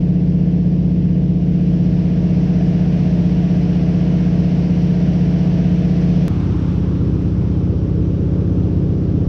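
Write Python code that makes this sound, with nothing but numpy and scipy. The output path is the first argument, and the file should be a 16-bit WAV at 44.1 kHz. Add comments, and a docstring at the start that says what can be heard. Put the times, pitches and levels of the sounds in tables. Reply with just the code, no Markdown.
"""Cruising in a radial-engine plane

A nine-cylinder engine throbs under the hiss of the slipstream in a small propeller plane.
By the side window the exhaust booms and the wind swells; after an abrupt change with a click,
facing the windscreen, the three-blade propeller is stronger and the wind dies down.
Engine and blades are sums of shaft-locked harmonics; wind and the ringing panel are shaped noise.
"""
import sys
import numpy as np
from scipy import signal
from scipy.fft import rfft, irfft, next_fast_len
from scipy.io import wavfile
from scipy.ndimage import uniform_filter1d

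SR = 44100
rng = np.random.default_rng(int(sys.argv[2]) if len(sys.argv) > 2 else 0)


def output_pcm(signal):
    """Save a mono or channel-first signal as 16-bit PCM at the path in sys.argv[1].

    Samples are clipped to [-1, 1] before scaling.
    """
    pcm = np.clip(np.atleast_2d(signal).T, -1, 1) * 32767
    wavfile.write(sys.argv[1], SR, np.round(pcm).astype(np.int16))


N = 409248
TIME = np.arange(N) / SR
CHANGE_S = 6.2815  # when the side seat gives way to the front seat
CYLINDERS = 9
BLADES_PER_CYCLE = 6  # three blades, two shaft turns per engine cycle
WHINE_ORDER = 31.7  # multiple of the cycle rate
HISS_PULSE_AT = 0.36  # share of the engine cycle at which the hiss and the window's ring peak (0-1)
BAND_LIMIT_HZ = 15800

# Cruise speed at each seat, drifting a little: [t/s, f/Hz of the engine cycle, two shaft turns each]
SIDE_SPEED = [(0, 15.815), (0.5, 15.816), (0.9, 15.836), (1.3, 15.826), (2, 15.843), (2.6, 15.821),
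              (3.25, 15.807), (3.85, 15.826), (4.7, 15.807), (6.28, 15.822)]
FRONT_SPEED = [(6.28, 15.838), (7.1, 15.875), (7.6, 15.85), (8.2, 15.873), (8.8, 15.84), (9.28, 15.808)]
# Engine orders as the cabin colours them, 9 the firing rate and 6 the blade rate; the low ones boom, # and the
# rasp grows on the upper ones, from about 500 Hz: [multiple of the cycle rate, relative level/dB]
SIDE_ORDERS = [(2, -35.5), (3, -25.5), (4, -10.5), (5, -21.5), (6, -18.0), (7, -12.5), (8, -26.0),
               (9, -5.5), (10, -17.5), (11, 0.0), (12, -8.0), (13, -24.5), (14, -23.5), (15, -35.5),
               (16, -17.0), (17, -27.0), (18, -19.0), (19, -23.0), (20, -17.5), (21, -27.5), (22, -26.0),
               (23, -30.5), (24, -41.0), (25, -23.5), (26, -30.0), (27, -30.0), (28, -26.0), (29, -35.5),
               (30, -23.0), (33, -36.0), (34, -42.0), (35, -34.0), (36, -34.5), (39, -29.5), (40, -37.0),
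               (41, -34.0), (42, -32.0), (43, -37.5), (45, -39.0), (47, -41.0), (48, -37.0)]
FRONT_ORDERS = [(2, -26.0), (3, -26.0), (4, -3.0), (5, -7.0), (6, 0.0), (7, -3.0), (8, -16.5), (9, -2.0),
                (10, -9.5), (11, 0.0), (12, -8.0), (13, -13.0), (14, -18.5), (15, -21.0), (16, -16.0),
                (17, -15.5), (18, -12.5), (19, -14.5), (20, -13.5), (21, -14.5), (22, -21.5), (23, -28.5),
                (24, -20.5), (25, -18.0), (26, -24.0), (27, -18.0), (28, -29.0), (29, -30.0), (30, -21.0),
                (31, -27.5), (32, -34.5), (33, -31.5), (34, -36.0), (35, -25.0), (36, -30.5), (37, -41.0),
                (38, -33.5), (41, -43.0), (42, -33.5), (44, -36.5), (48, -37.5)]
# Faint buzz of the blade tips: [multiple of the blade rate, rms level/dB before swell and waver]
SIDE_BUZZ = [(9, -61), (10, -57.5), (12, -61.5), (14, -71), (15, -71), (17, -70)]
FRONT_BUZZ = [(9, -61), (11, -69), (12, -61), (14, -68), (16, -71)]
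# Colour of the air noise in the cabin: [f/Hz, relative level/dB per Hz]
SIDE_AIR = [(15, -19), (55, -5), (95, -2), (135, 1.3), (220, -3), (290, -6.5), (370, -13), (470, -14),
            (580, -16.5), (690, -18), (810, -24.5), (1250, -31.7), (1700, -29), (2900, -30.3),
            (3800, -37.2), (5700, -37.1), (6900, -52.5), (13000, -76)]
FRONT_AIR = [(15, -18), (55, -4), (100, -2), (135, -1.5), (170, -5.5), (220, -4), (310, -6.5), (500, -18),
             (640, -24.5), (780, -25.5), (1200, -29.3), (1500, -33), (1850, -37.5), (3000, -38.3),
             (4200, -44.8), (5800, -45), (6900, -58.5), (9000, -66), (13000, -83)]
# Slipstream swelling by the window, dying down at the windscreen:
# [start t/s, from level/dB, to level/dB, time constant/s]
SIDE_WIND = (1.37, -7.5, 1.5, 0.74)
FRONT_WIND = (6.5, 3, -5, 0.78)
# How strongly each pitch follows the wind's swell: [f/Hz, share/dB per dB]
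SIDE_WIND_SHARE = [(250, 0.08), (450, 0), (650, 0.6), (1000, 0.7), (1350, 1.05), (2500, 0.76), (6000, 0.9)]
FRONT_WIND_SHARE = [(280, -0.017), (450, -0.4), (750, 0.7), (1350, 0.9), (2500, 0.92), (6000, 0.72)]
# Edge of the engine note, the level of its upper orders, growing by the window:
# [start t/s, from level/dB, to level/dB, time constant/s]
SIDE_EDGE = (1.5, -7, 0.04, 0.6)
# The same edge at the windscreen, thinning and filling out again: [t/s, level/dB]
FRONT_EDGE = [(6.3, -10), (6.55, -12), (6.95, -5), (7.2, -7.5), (7.5, -8), (7.9, 0.5), (8.5, 3), (9.28, 1)]
# Growl around 300 Hz at the windscreen: [t/s, level/dB]
FRONT_GROWL = [(6.3, 0), (6.55, 4), (6.8, -1), (7.1, 2), (7.5, -0.5), (7.9, 0.5), (8.3, 0.5), (9.28, 1)]
# The window's ring builds, holds and eases: [t/s, level/dB]
PANEL_SWELL = [(0, -9), (1.4, -8), (2.2, -2.5), (3.1, 0.5), (5.1, 0), (6.28, -5)]
# How the drone reaches each seat: [time round the exhaust ring/s, lag of the hull's bending waves
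# at 100 Hz/s, share of a blade passage by which the propeller trails the engine (0-1),
# shift against the engine cycle/s, cabin boom f/Hz, boom width/Hz]
SIDE_PATH = (.0033, .0486, .68, .053, 144.5, 85)
FRONT_PATH = (.0072, .0369, .859, .0239, 91, 92)


def gain_of(db):
    """Turns decibels into amplitude."""
    return 10 ** (np.asarray(db) / 20)


def evened(x):
    """Scales to rms 1."""
    return x / np.sqrt(np.mean(abs(x) ** 2) + 1e-20)


def curve(points):
    """Joins (time, value) points by straight lines."""
    return np.interp(TIME, *np.transpose(points))


def settle(swell, t=TIME):
    """A level in dB that holds, then eases exponentially towards a new value."""
    start_s, from_db, to_db, ease_s = swell
    return to_db + (from_db - to_db) * np.exp(-np.maximum(t - start_s, 0) / ease_s)


def read(points, hz):
    """Reads a spectrum on a log-frequency axis."""
    f, value = np.transpose(points)
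    return np.interp(np.log(hz + 1), np.log(f), value)


def wander(rate_hz):
    """Smooth random motion of rms 1, moving up to about rate_hz times a second."""
    size = 2048
    f = np.fft.rfftfreq(size, N / SR / size)
    lowpass = (f > 0) / (1 + (f / rate_hz) ** 4)
    slow = irfft(rfft(rng.standard_normal(size)) * lowpass)
    return np.interp(TIME, np.linspace(0, N / SR, size), evened(slow))


def band_filter(hz, width_hz):
    """A gentle resonance-like band around one pitch."""
    return signal.butter(2, [hz - width_hz / 2, hz + width_hz / 2], "bandpass", fs=SR, output="sos")


def crank(speed, jitter_cycles=0.00018, jitter_hz=3.3):
    """Engine cycles counted since the start; the shaft never turns quite evenly."""
    return np.cumsum(curve(speed)) / SR + jitter_cycles * wander(jitter_hz)


def air(spectrum, wind, share, level_db, patchy_db, gust_db):
    """Turbulence on the hull: a nearly steady rumble, and a hiss at the window seals that follows the wind."""
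    size, hop = 2048, 512
    frames, hz = N // hop + 5, np.fft.rfftfreq(size, 1 / SR)
    t = np.arange(frames) * hop / SR
    real, imag, patches = rng.standard_normal((3, frames, len(hz)))
    # blur the patches over time, then over pitch
    patches = uniform_filter1d(patches, size=6, axis=0)
    patches = evened(uniform_filter1d(patches, size=24, axis=1))
    wind_db = settle(wind, t) + gust_db * np.interp(t, TIME, wander(5))
    field_db = read(spectrum, hz) + wind_db[:, None] * read(share, hz) + patchy_db * patches
    frames_of_noise = (real + 1j * imag) * gain_of(field_db)
    noise = signal.istft(frames_of_noise.T, nperseg=size, noverlap=size - hop)[1][:N]
    return gain_of(level_db) * evened(noise)


def shaken(noise, engine, cycles, depth, pulse_db, below_hz=900):
    """The rumble of the panels follows each throb of the engine; the hiss pulses faintly once a cycle."""
    throb = abs(signal.hilbert(engine, next_fast_len(N)))[:N]
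    rumble = signal.sosfiltfilt(signal.butter(2, below_hz, fs=SR, output="sos"), noise)
    hiss = noise - rumble
    pulse = gain_of(pulse_db * np.cos(2 * np.pi * (cycles - HISS_PULSE_AT)))
    return rumble * (1 + depth * (throb / throb.mean() - 1)) + hiss * pulse


def whine(cycles, level_db=-52, waver_db=2.0, drift_rad=0.41):
    """A geared accessory sings a faint note between two orders of the engine."""
    phase = 2 * np.pi * WHINE_ORDER * cycles + drift_rad * wander(3)
    note = gain_of(waver_db * wander(3)) * np.cos(phase)
    return gain_of(level_db) * evened(note)


def panel_ring(cycles, level_db=-43.5, hz=650, width_hz=140, surge_db=4.0, kick_db=8, kick_share=0.053):
    """A window panel, jolted once in every engine cycle, rings in short irregular surges."""
    ring = signal.sosfilt(band_filter(hz, width_hz), rng.standard_normal(N))
    # signed distance from the jolt, in cycles
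    from_jolt = (cycles - HISS_PULSE_AT + .5) % 1 - .5
    kick = np.exp(-(from_jolt / kick_share) ** 2)
    surging = ring * gain_of(surge_db * np.tanh(wander(16)) + kick_db * kick)
    return gain_of(level_db + curve(PANEL_SWELL)) * evened(surging)


def growl(sound, hz=300, width_hz=90):
    """One low band of the cabin sound swells and eases."""
    band = signal.sosfiltfilt(band_filter(hz, width_hz), sound)
    return sound + (gain_of(curve(FRONT_GROWL)) - 1) * band


def blade_buzz(cycles, buzz, swell_db, waver_db=2.0):
    """Thin high harmonics of the passing blades, each wavering on its own."""
    blades = 2 * np.pi * BLADES_PER_CYCLE * cycles
    lines = [gain_of(db + waver_db * wander(6.9)) * np.cos(round(k) * blades) for k, db in buzz]
    return gain_of(swell_db) * np.sqrt(2) * sum(lines)


def lags(path, order, rate):
    """Phase of one order: nine exhaust pulses a cycle limp by their unequal paths, and the hull smears them."""
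    ring_s, bending_s, blade_share, shift_s, boom_hz, boom_width_hz = path
    hz, cylinder = order * rate, np.arange(CYLINDERS)
    if order % BLADES_PER_CYCLE:
        # every second cylinder fires in turn, and each pulse travels its own length of the exhaust ring
        arrival_s = (cylinder / rate + ring_s * (2 * cylinder % CYLINDERS)) / CYLINDERS
        source = np.angle(np.exp(-2j * np.pi * hz * arrival_s).sum())
    else:
        source = -2 * np.pi * blade_share * order / BLADES_PER_CYCLE
    # the cabin holds on to the pitches near its boom
    source -= 2 * np.arctan2(boom_width_hz / 2, boom_hz - hz)
    # bending waves travel with the root of their frequency, so the bass arrives last
    return source - 2 * np.pi * (hz * shift_s + 2 * bending_s * np.sqrt(100 * hz))


def drone(cycles, orders, path, edge_db, level_db, waver_db, drift_rad, flutter, upper_hz, burst_db, sway):
    """Engine and propeller orders, locked to the shaft and coloured by the cabin."""
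    rate = (cycles[-1] - cycles[0]) / TIME[-1]
    turn = 2 * np.pi * cycles
    # the rasp comes in uneven bursts, a few firings long
    rasp_db = edge_db + burst_db * wander(30)
    out = np.zeros(N)
    for order, db in orders:
        k = round(order)
        # the short waves of the upper orders waver most, in level and phase, as the listener moves in the cabin
        upper = 1 / (1 + (upper_hz / (k * rate)) ** 4)
        swing_db = upper * (rasp_db + waver_db * wander(2.8))
        phase = lags(path, k, rate) + upper * drift_rad * wander(1.7)
        # every order, the low ones too, sways a little on its own
        swaying = 1 + sway * (wander(2.5) + 1j * wander(2.5))
        out += gain_of(db + swing_db) * (swaying * np.exp(1j * (k * turn + phase))).real
    # no two firings are equally strong
    return gain_of(level_db) * evened(out) * (1 + flutter * wander(22))


def side_seat():
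    """By the side window: the exhaust booms, the wind swells and the window panel rings."""
    cycles, edge_db = crank(SIDE_SPEED), settle(SIDE_EDGE)
    engine = drone(cycles, SIDE_ORDERS, SIDE_PATH, edge_db, level_db=-14.0, waver_db=1.2,
                   drift_rad=0.2, flutter=0.004, upper_hz=540, burst_db=1.1, sway=0.015)
    rush = air(SIDE_AIR, SIDE_WIND, SIDE_WIND_SHARE, level_db=-26.5, patchy_db=0.5, gust_db=0.16)
    rush = shaken(rush, engine, cycles, depth=0.08, pulse_db=0.53)
    buzz = blade_buzz(cycles, SIDE_BUZZ, edge_db)
    return engine + buzz + whine(cycles) + panel_ring(cycles) + rush


def front_seat(buzz_share=0.6):
    """Facing the windscreen: deeper, with less hiss and more propeller, whose buzz eases with the wind."""
    cycles = crank(FRONT_SPEED)
    engine = drone(cycles, FRONT_ORDERS, FRONT_PATH, curve(FRONT_EDGE), level_db=-16.0, waver_db=1.8,
                   drift_rad=0.3, flutter=0.004, upper_hz=450, burst_db=0.8, sway=0.07)
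    rush = air(FRONT_AIR, FRONT_WIND, FRONT_WIND_SHARE, level_db=-24.5, patchy_db=0.7, gust_db=0.45)
    rush = shaken(rush, engine, cycles, depth=0.08, pulse_db=0.25)
    buzz = blade_buzz(cycles, FRONT_BUZZ, buzz_share * settle(FRONT_WIND))
    return growl(engine + buzz + whine(cycles) + rush)


def click(level_db=-12.5, fade_s=0.00082):
    """A sharp step that dies at once, where the seat changes."""
    age = TIME - CHANGE_S
    return gain_of(level_db) * (age >= 0) * np.exp(-abs(age) / fade_s)


def scene():
    """One seat gives way to the other within a few milliseconds."""
    front = np.clip((TIME - CHANGE_S) / .004 + .5, 0, 1)
    mix = (1 - front) * side_seat() + front * front_seat() + click()
    return mix[None]


def record(dry):
    """The microphone sheds the deepest rumble; a brief fade-in and the band limit follow."""
    lean = signal.sosfiltfilt(signal.butter(2, 24, "highpass", fs=SR, output="sos"), dry)
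    faded = lean * np.minimum(TIME / .005, 1)
    band_limit = signal.firwin(511, BAND_LIMIT_HZ, window=("kaiser", 9), fs=SR)
    return signal.oaconvolve(faded, band_limit[None], "same")


dry = scene()
out = record(dry)
output_pcm(out)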